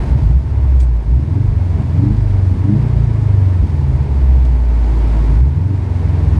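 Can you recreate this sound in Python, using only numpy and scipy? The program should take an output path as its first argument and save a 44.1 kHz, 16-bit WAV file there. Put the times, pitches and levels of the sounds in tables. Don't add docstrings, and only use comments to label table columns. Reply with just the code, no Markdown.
import sys
import numpy as np
from scipy import signal
from scipy.fft import rfft, irfft, next_fast_len
from scipy.io import wavfile
from scipy.ndimage import uniform_filter1d, minimum_filter1d

SR = 44100
rng = np.random.default_rng(int(sys.argv[2]) if len(sys.argv) > 2 else 0)


def int16_out(signal):
    q = np.round(np.clip(np.atleast_2d(signal).T, -1, 1) * 32767)
    wavfile.write(sys.argv[1], SR, q.astype(np.int16))


N = 281799
CRUISE_HZ = 80

# cycle_multiple, cruise_level_db, speed_db_per_octave, full_throttle_db, lugging_db
EXHAUST_TONES = [(2, -32.5, 20.5, -0.5, 5), (3, -21.5, -1.5, -16, 0), (4, -13.5, -11, 2, -0.5),
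                 (5, -29.5, 7.5, 9.5, -15), (6, -44.5, 5.5, -9.5, 19), (7, -29, 10.5, 12, -0.5),
                 (8, -35, 15, 17.5, -1.5), (9, -38, 1.5, 4.5, 8.5), (10, -41.5, 4.5, 11.5, 12),
                 (11, -34.5, -1, 7, 3)]
# pitch_hz, gain_db
CABIN_RESPONSE = [(32, -15.5), (45, -18.5), (50, -5), (54, -4), (60, -1.8), (64, 3), (71, -4), (78, -2),
                  (87, 1.5), (97, 1), (106, 3), (120, 4.5), (137, 6.5), (151, 3.5), (165, -14), (182, -25),
                  (205, -11), (230, -28)]
# centre_s,
# half_length_s, cycle_multiple, level_db
EXHAUST_CHUGS = [(.16, 0.022, 6, -13), (0.264, 0.033, 8, -13), (0.573, 0.18, 2, -32.5),
                 (.57, 0.1, 6, -20.5), (1.498, 0.037, 2, -14), (1.505, 0.04, 6, -30), (1.563, .04, 3, -20),
                 (1.798, 0.017, 6, -12.5), (1.805, 0.029, 10, -25.5), (1.976, 0.048, 7, -25.5),
                 (2.22, 0.15, 2, -16), (2.44, 0.13, 4, -20.5), (2.545, 0.021, 9, -27),
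                 (2.847, 0.01, 2, -19), (2.99, 0.082, 2, -17.5), (3.02, 0.06, 3, -38),
                 (3.254, 0.2, 2, -34.5), (3.3, .17, 3, -28.5), (3.393, 0.11, 4, -16),
                 (3.624, 0.013, 3, -10), (3.9, .11, 7, -22.5), (3.95, 0.049, 3, -21),
                 (3.974, 0.022, 6, -19), (4.06, 0.094, 8, -25.5), (4.01, .035, 4, -29),
                 (5.44, 0.072, 4, -18), (5.587, .04, 3, -24), (5.87, .09, 3, -31.5), (6.22, .18, 3, -24.5),
                 (6.22, 0.18, 5, -25.5), (6.25, 0.078, 7, -34)]
def exhaust_boom(cycle, firing_hz, load, lugging, dip):
    turn, octaves = 2 * np.pi * cycle, np.log2(firing_hz / CRUISE_HZ)
    cabin_hz, cabin_db = np.transpose(CABIN_RESPONSE)
    full_dip_db, smear_rad = 16.5, .25
    out = from_db(-42) * np.sin(turn)
    for k, db, speed_db, load_db, lugging_db in EXHAUST_TONES:
        resonance_db = np.interp(np.log(k * firing_hz / 4), np.log(cabin_hz), cabin_db)
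        drive_db = speed_db * octaves + load_db * load + lugging_db * lugging
        level_db = db + resonance_db + drive_db - full_dip_db * dip
        chug = sum(from_db(chug_db) * bump(s, half_s)
                   for s, half_s, multiple, chug_db in EXHAUST_CHUGS if multiple == k)
        flutter_db = 1.6 * (k != 4) * drift(7)
        wander = .22 * min(abs(k - 4), 2) * drift(3.5)
        lag = smear_rad * (k - 4) ** 2
        out = out + (from_db(level_db + flutter_db) + chug) * np.sin(k * turn + wander - lag)
    return np.sqrt(2) * out


# time_s, firing_hz
ENGINE_SPEED = [(0.0, 49.8), (0.076, 50.0), (0.177, 73.7), (0.263, 50.6), (0.428, 72.3), (0.751, 64.9),
                (1.065, 51.8), (1.409, 99.5), (1.89, 80.9), (2.12, 105.5), (2.583, 88.8), (2.855, 120.3),
                (3.301, 101.1), (3.802, 78.9), (4.205, 66.6), (4.704, 57.1), (5.351, 53.4), (5.587, 87.1),
                (5.702, 96.0), (6.095, 86.4), (6.39, 85.8)]
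def crankshaft():
    firing_hz = in_time(ENGINE_SPEED)
    return firing_hz, np.cumsum(firing_hz) / (4 * SR)


# down_s, lifted_s, opening (0-1)
PEDAL_PRESSES = [(0, 0.347, 0.71), (1.001, 1.404, 0.46), (1.852, 2.067, 0.76), (2.542, 2.806, 0.5),
                 (5.18, 5.72, 0.54)]
def throttle(down_s, up_s):
    t = np.arange(N) / SR
    opening = sum(depth * np.clip((t - down) / down_s, 0, 1) * np.clip(1 - (t - lifted) / up_s, 0, 1)
                  for down, lifted, depth in PEDAL_PRESSES)
    return np.clip(opening, 0, 1)


# centre_s, half_length_s, depth (0-1), shudder (0-1)
EXHAUST_DIPS = [(.06, 0.035, 1, 0.53), (.215, 0.014, 1, 0.4), (.42, 0.015, 0.6, 0.16),
                (.48, 0.06, 0.27, 0.2), (1.04, 0.032, 1, 0.04), (1.27, 0.043, 0.36, 0.23),
                (1.52, 0.034, 0.04, 0.33), (1.858, 0.057, 0.56, 0.35), (2.14, 0.03, 0.4, 0.4),
                (2.555, 0.019, 0.9, .55), (3.675, 0.02, 0.7, 0), (4.074, 0.015, 0.8, 0.04),
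                (5.53, 0.033, 0.15, 0), (5.868, 0.41, 0.13, 0.04)]
def exhaust_dips():
    return swells(EXHAUST_DIPS)


# cycle_multiple, relative_db
ENGINE_OVERTONES = [(6, -3.5), (8, 3.5), (9, -1.5), (10, -7.5), (11, 4.5), (12, -4), (13, 3.5), (14, 1),
                    (15, -9), (16, -3), (17, 0), (19, -9.5), (20, -11.5)]
# pitch_hz, width_hz, gain_db
CABIN_AIR_MODES = [(61, 31.5, 2.5), (120, 50, -2.5), (153, 22, -3.5)]
def cabin_rumble(cycle, lugging, shudder, duck_db):
    level_db = -25.5 + 0.21 * duck_db + np.maximum(16.5 * shudder, 10 * lugging)
    tones = overtones(cycle, ENGINE_OVERTONES, flutter_db=-4.0, wander_rad=1.0)
    steady = evened(resonate(tones, CABIN_AIR_MODES))
    uneven = .7 * evened(resonate(firing_errors(cycle), CABIN_AIR_MODES))
    return from_db(level_db) * evened(band(steady + uneven, 45, 146, order=4))


# cycle_multiple, relative_db
LOAD_OVERTONES = [(8, -3.5), (9, -16.5), (11, -22), (12, 7.5), (13, -12), (14, -11.5), (16, -7), (17, -10)]
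# pitch_hz, width_hz, gain_db
SINGING_MODES = [(204.4, 11, 2.5), (294.4, 18, -7), (393, 30, -15.5)]
# centre_s, half_length_s, level_db
EXHAUST_BARKS = [(.15, .06, -28), (1.385, .035, -25), (2.065, .085, -17.5), (2.712, .06, -14.5),
                 (5.7, .08, -29)]
def exhaust_bark(cycle):
    tones = overtones(cycle, LOAD_OVERTONES, flutter_db=1.3, wander_rad=.2)
    singing = evened(resonate(tones, SINGING_MODES)) * (1 + .17 * drift(45))
    return singing * sum(from_db(db) * bump(s, half_s) for s, half_s, db in EXHAUST_BARKS)


# pitch_hz, width_hz, gain_db
PANEL_MODES = [(206.4, 8.6, 3.5), (256, 19, -1.5), (288.3, 29, -6.5), (325.5, 15.3, -4.5), (384.8, 18, -12)]
def panel_mutter(cycle, firing_hz, load, shudder, duck_db, buzz_db, roughness):
    speed_db = 2 * np.log2(firing_hz / CRUISE_HZ)
    level_db = -32.5 + duck_db - 0.5 * shudder + 3 * load + speed_db + buzz_db
    puffs = rms_one(firing_errors(cycle) + 0.024 * rng.standard_normal(N))
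    tones = overtones(cycle, ENGINE_OVERTONES, flutter_db=4.5, wander_rad=0.97)
    ragged = evened(resonate(tones, PANEL_MODES)) + roughness * evened(resonate(puffs, PANEL_MODES))
    return from_db(level_db) * evened(band(ragged, 197.4, 456, order=4))


# centre_s, half_length_s, buzz_change_db, roar_change_db
ENGINE_JOLTS = [(.125, 0.032, 1, 0), (.25, 0.023, 0.5, -2), (1.2, 0.11, 5.5, -0.5), (1.35, 0.047, 3, 0),
                (1.803, .022, 4.5, 3), (2.224, 0.054, 2, -1), (2.545, 0.036, 9, -1.5),
                (2.82, 0.11, 1.5, 1.5), (3.65, 0.035, 6.5, -1.5), (3.88, 0.091, 2.5, 0),
                (4.23, 0.11, 2.5, 1), (6.36, .025, 4, 1)]
def jolts():
    return swells(ENGINE_JOLTS)


# frequency_hz, relative_db
ROAR_SPECTRUM = [(22, 3), (36, 6.5), (70, 12), (200, -1.5), (330, 5.5), (440, 3.5), (530, -2), (640, 0),
                 (790, -4), (870, 0.5), (1050, -5), (1200, -11), (2200, -13.5), (2900, -22)]
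# frequency_hz, relative_db
HISS_SPECTRUM = [(1800, -4.5), (2700, -4), (3300, 0), (4800, -0.5), (6000, -6), (7800, -8.5), (9200, -9.5),
                 (10000, -14), (11200, -16), (13000, -30), (15500, -35)]
def road_noise(cycle, duck_db, jolt_db, load, pulsing, grit_per_s, grit_db):
    beat = np.cos(8 * np.pi * cycle)
    chopped = (1 + (pulsing + 0.16 * load) * beat) * rng.standard_normal(N)
    roar = coloured(chopped, ROAR_SPECTRUM) * from_db(0.4 * drift(16))
    grit = (rng.random(N) < grit_per_s / SR) * rng.standard_normal(N)
    rush = (1 + pulsing * beat) * rng.standard_normal(N)
    hiss = coloured(rush + from_db(grit_db) * rms_one(grit), HISS_SPECTRUM) * from_db(0.58 * drift(31))
    return from_db(-32 + duck_db + jolt_db) * roar + from_db(-53.5 + 0.93 * duck_db) * hiss


# time_s, relative_db
RECORDER_GAIN = [(0, -37.5), (0.24, -41), (0.36, -45), (0.74, -43.5), (0.9, -46.5), (1.25, -44.5),
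                 (1.85, -42), (2.8, -41.5), (3.8, -42), (4.62, -42), (5.15, -38), (5.34, -39), (5.48, -44),
                 (5.69, -44.5), (6.04, -40.5), (6.39, -39.5)]
def background_ducking():
    gain_db = in_time(RECORDER_GAIN)
    return gain_db - gain_db.mean()


def windscreen_echo(x, delay_s, gain):
    return x - gain * np.interp(np.arange(N) - delay_s * SR, np.arange(N), x, left=0)


# start_s, level_db, ringing (0-1)
METAL_TOUCHES = [(.794, -53, .3), (.802, -47, 1), (.806, -46, 1), (.817, -54, 0), (.831, -53, .3),
                 (4.449, -48.5, 0)]
# pitch_hz, relative_db, t60_s
METAL_MODES = [(2350, 5.5, .025), (3400, 5, .03), (4650, -2, .025), (6650, -2, .035), (7150, 3, .03),
               (7380, 0, .03), (10500, -6, .018)]
def metal_clink(scrape_db, scrape_s):
    t, out = np.arange(N // 20) / SR, np.zeros(N)
    for s, db, ringing in METAL_TOUCHES:
        scrape = band(rng.standard_normal(len(t)), 1400, 7600, order=3)
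        touch = from_db(scrape_db) * scrape * np.exp(-t / scrape_s)
        for hz, mode_db, t60 in METAL_MODES:
            ring = from_db(mode_db - 60 * t / t60) * np.sin(2 * np.pi * hz * t)
            touch += ringing * ring * rng.choice([-1, 1])
        start = int(s * SR)
        out[start:start + len(t)] += from_db(db) * touch
    return out


def metal_ping(start_s, pitch_hz, level_db, attack_s, hold_s, t60_s):
    t = np.arange(N) / SR - start_s
    attack = np.clip(t / attack_s, 0, 1)
    released_s = np.clip(t - attack_s - hold_s, 0, 1)
    return from_db(level_db - 60 * released_s / t60_s) * attack * np.sin(2 * np.pi * pitch_hz * t)


def overtones(cycle, orders, flutter_db, wander_rad):
    turn = 2 * np.pi * cycle
    return sum(from_db(db + flutter_db * drift(2.8)) * np.cos(k * turn + wander_rad * drift(5.2))
               for k, db in orders)


def firing_errors(cycle):
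    firings = np.flatnonzero(np.diff(np.floor(4 * cycle)))
    clicks = np.zeros(N)
    clicks[firings] = rng.standard_normal(2000)[:len(firings)]
    return clicks


def from_db(db):
    return 10 ** (np.asarray(db) / 20)


def rms_one(x):
    return x / np.sqrt(np.mean(x ** 2) + 1e-20)


def in_time(rows):
    return np.interp(np.arange(N) / SR, *np.transpose(rows))


def bump(s, half_s):
    return np.exp(-((np.arange(N) / SR - s) / half_s) ** 2)


def swells(rows):
    return sum(np.outer(heights, bump(s, half_s)) for s, half_s, *heights in rows)


def drift(rate_hz):
    hop = 40
    r = np.exp(-2 * np.pi * rate_hz * hop / SR)
    slow = signal.lfilter([1], [1, -2 * r, r * r], rng.standard_normal(N // hop + 2002))[2000:]
    return np.interp(np.arange(N) / hop, np.arange(len(slow)), rms_one(slow))


def evened(x, size=3000):
    power = uniform_filter1d(uniform_filter1d(x ** 2, size), size)
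    return x / np.sqrt(np.abs(power) + 1e-12)


def band(x, low_hz, high_hz, order):
    sos = signal.butter(order, [low_hz, high_hz], "band", fs=SR, output="sos")
    return signal.sosfilt(sos, x + 1e-18)


def resonate(x, modes):
    out = 0
    for k, (hz, width, db) in enumerate(modes):
        r = np.exp(-np.pi * width / SR)
        poles = [1, -2 * r * np.cos(2 * np.pi * hz / SR), r * r]
        ring = (1 - r * r) / 2 * signal.lfilter([1, 0, -1], poles, x + 1e-18)
        out = out + (-1) ** k * from_db(db) * ring
    return out


def coloured(x, spectrum):
    hz, db = np.transpose(spectrum)
    size = next_fast_len(N)
    octave, knots = np.log2(np.arange(size // 2 + 1) * SR / size + 1), np.log2(hz)
    outside = np.abs(octave - np.clip(octave, knots[0], knots[-1]))
    gain = from_db(np.interp(octave, knots, db) - 23 * outside)
    return rms_one(irfft(rfft(x, size) * gain, size)[:N])


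def limited(x, ceiling, size=900):
    gain = minimum_filter1d(ceiling / np.maximum(np.abs(x), ceiling), 2 * size)
    return x * uniform_filter1d(uniform_filter1d(gain, size), size)


def scene():
    firing_hz, cycle = crankshaft()
    load = throttle(down_s=0.13, up_s=0.073)
    lugging = load * np.clip(4 * np.log2(CRUISE_HZ / firing_hz), 0, 1)
    dip, shudder = exhaust_dips()
    buzz_db, roar_db = jolts()
    duck_db = background_ducking()
    engine = exhaust_boom(cycle, firing_hz, load, lugging, dip)
    engine += cabin_rumble(cycle, lugging, shudder, duck_db)
    engine += panel_mutter(cycle, firing_hz, load, shudder, duck_db, buzz_db, roughness=2.57)
    engine += exhaust_bark(cycle)
    road = road_noise(cycle, duck_db, roar_db, load, pulsing=0.085, grit_per_s=220, grit_db=-17.5)
    road = windscreen_echo(road, delay_s=0.0058, gain=.13)
    metal = metal_clink(scrape_db=8.0, scrape_s=0.01)
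    metal += metal_ping(start_s=.803, pitch_hz=8253, level_db=-50.5,
                        attack_s=.012, hold_s=.018, t60_s=.075)
    return (engine + road + metal)[None]


def record(dry):
    fade = np.clip(np.minimum(np.arange(N), np.arange(N)[::-1]) / (.004 * SR), 0, 1)
    low_pass = signal.cheby2(12, 70, 15700, fs=SR, output="sos")
    return signal.sosfilt(low_pass, limited(dry, ceiling=.8) * np.sin(np.pi / 2 * fade) ** 2)


dry = scene()
out = record(dry)
int16_out(out)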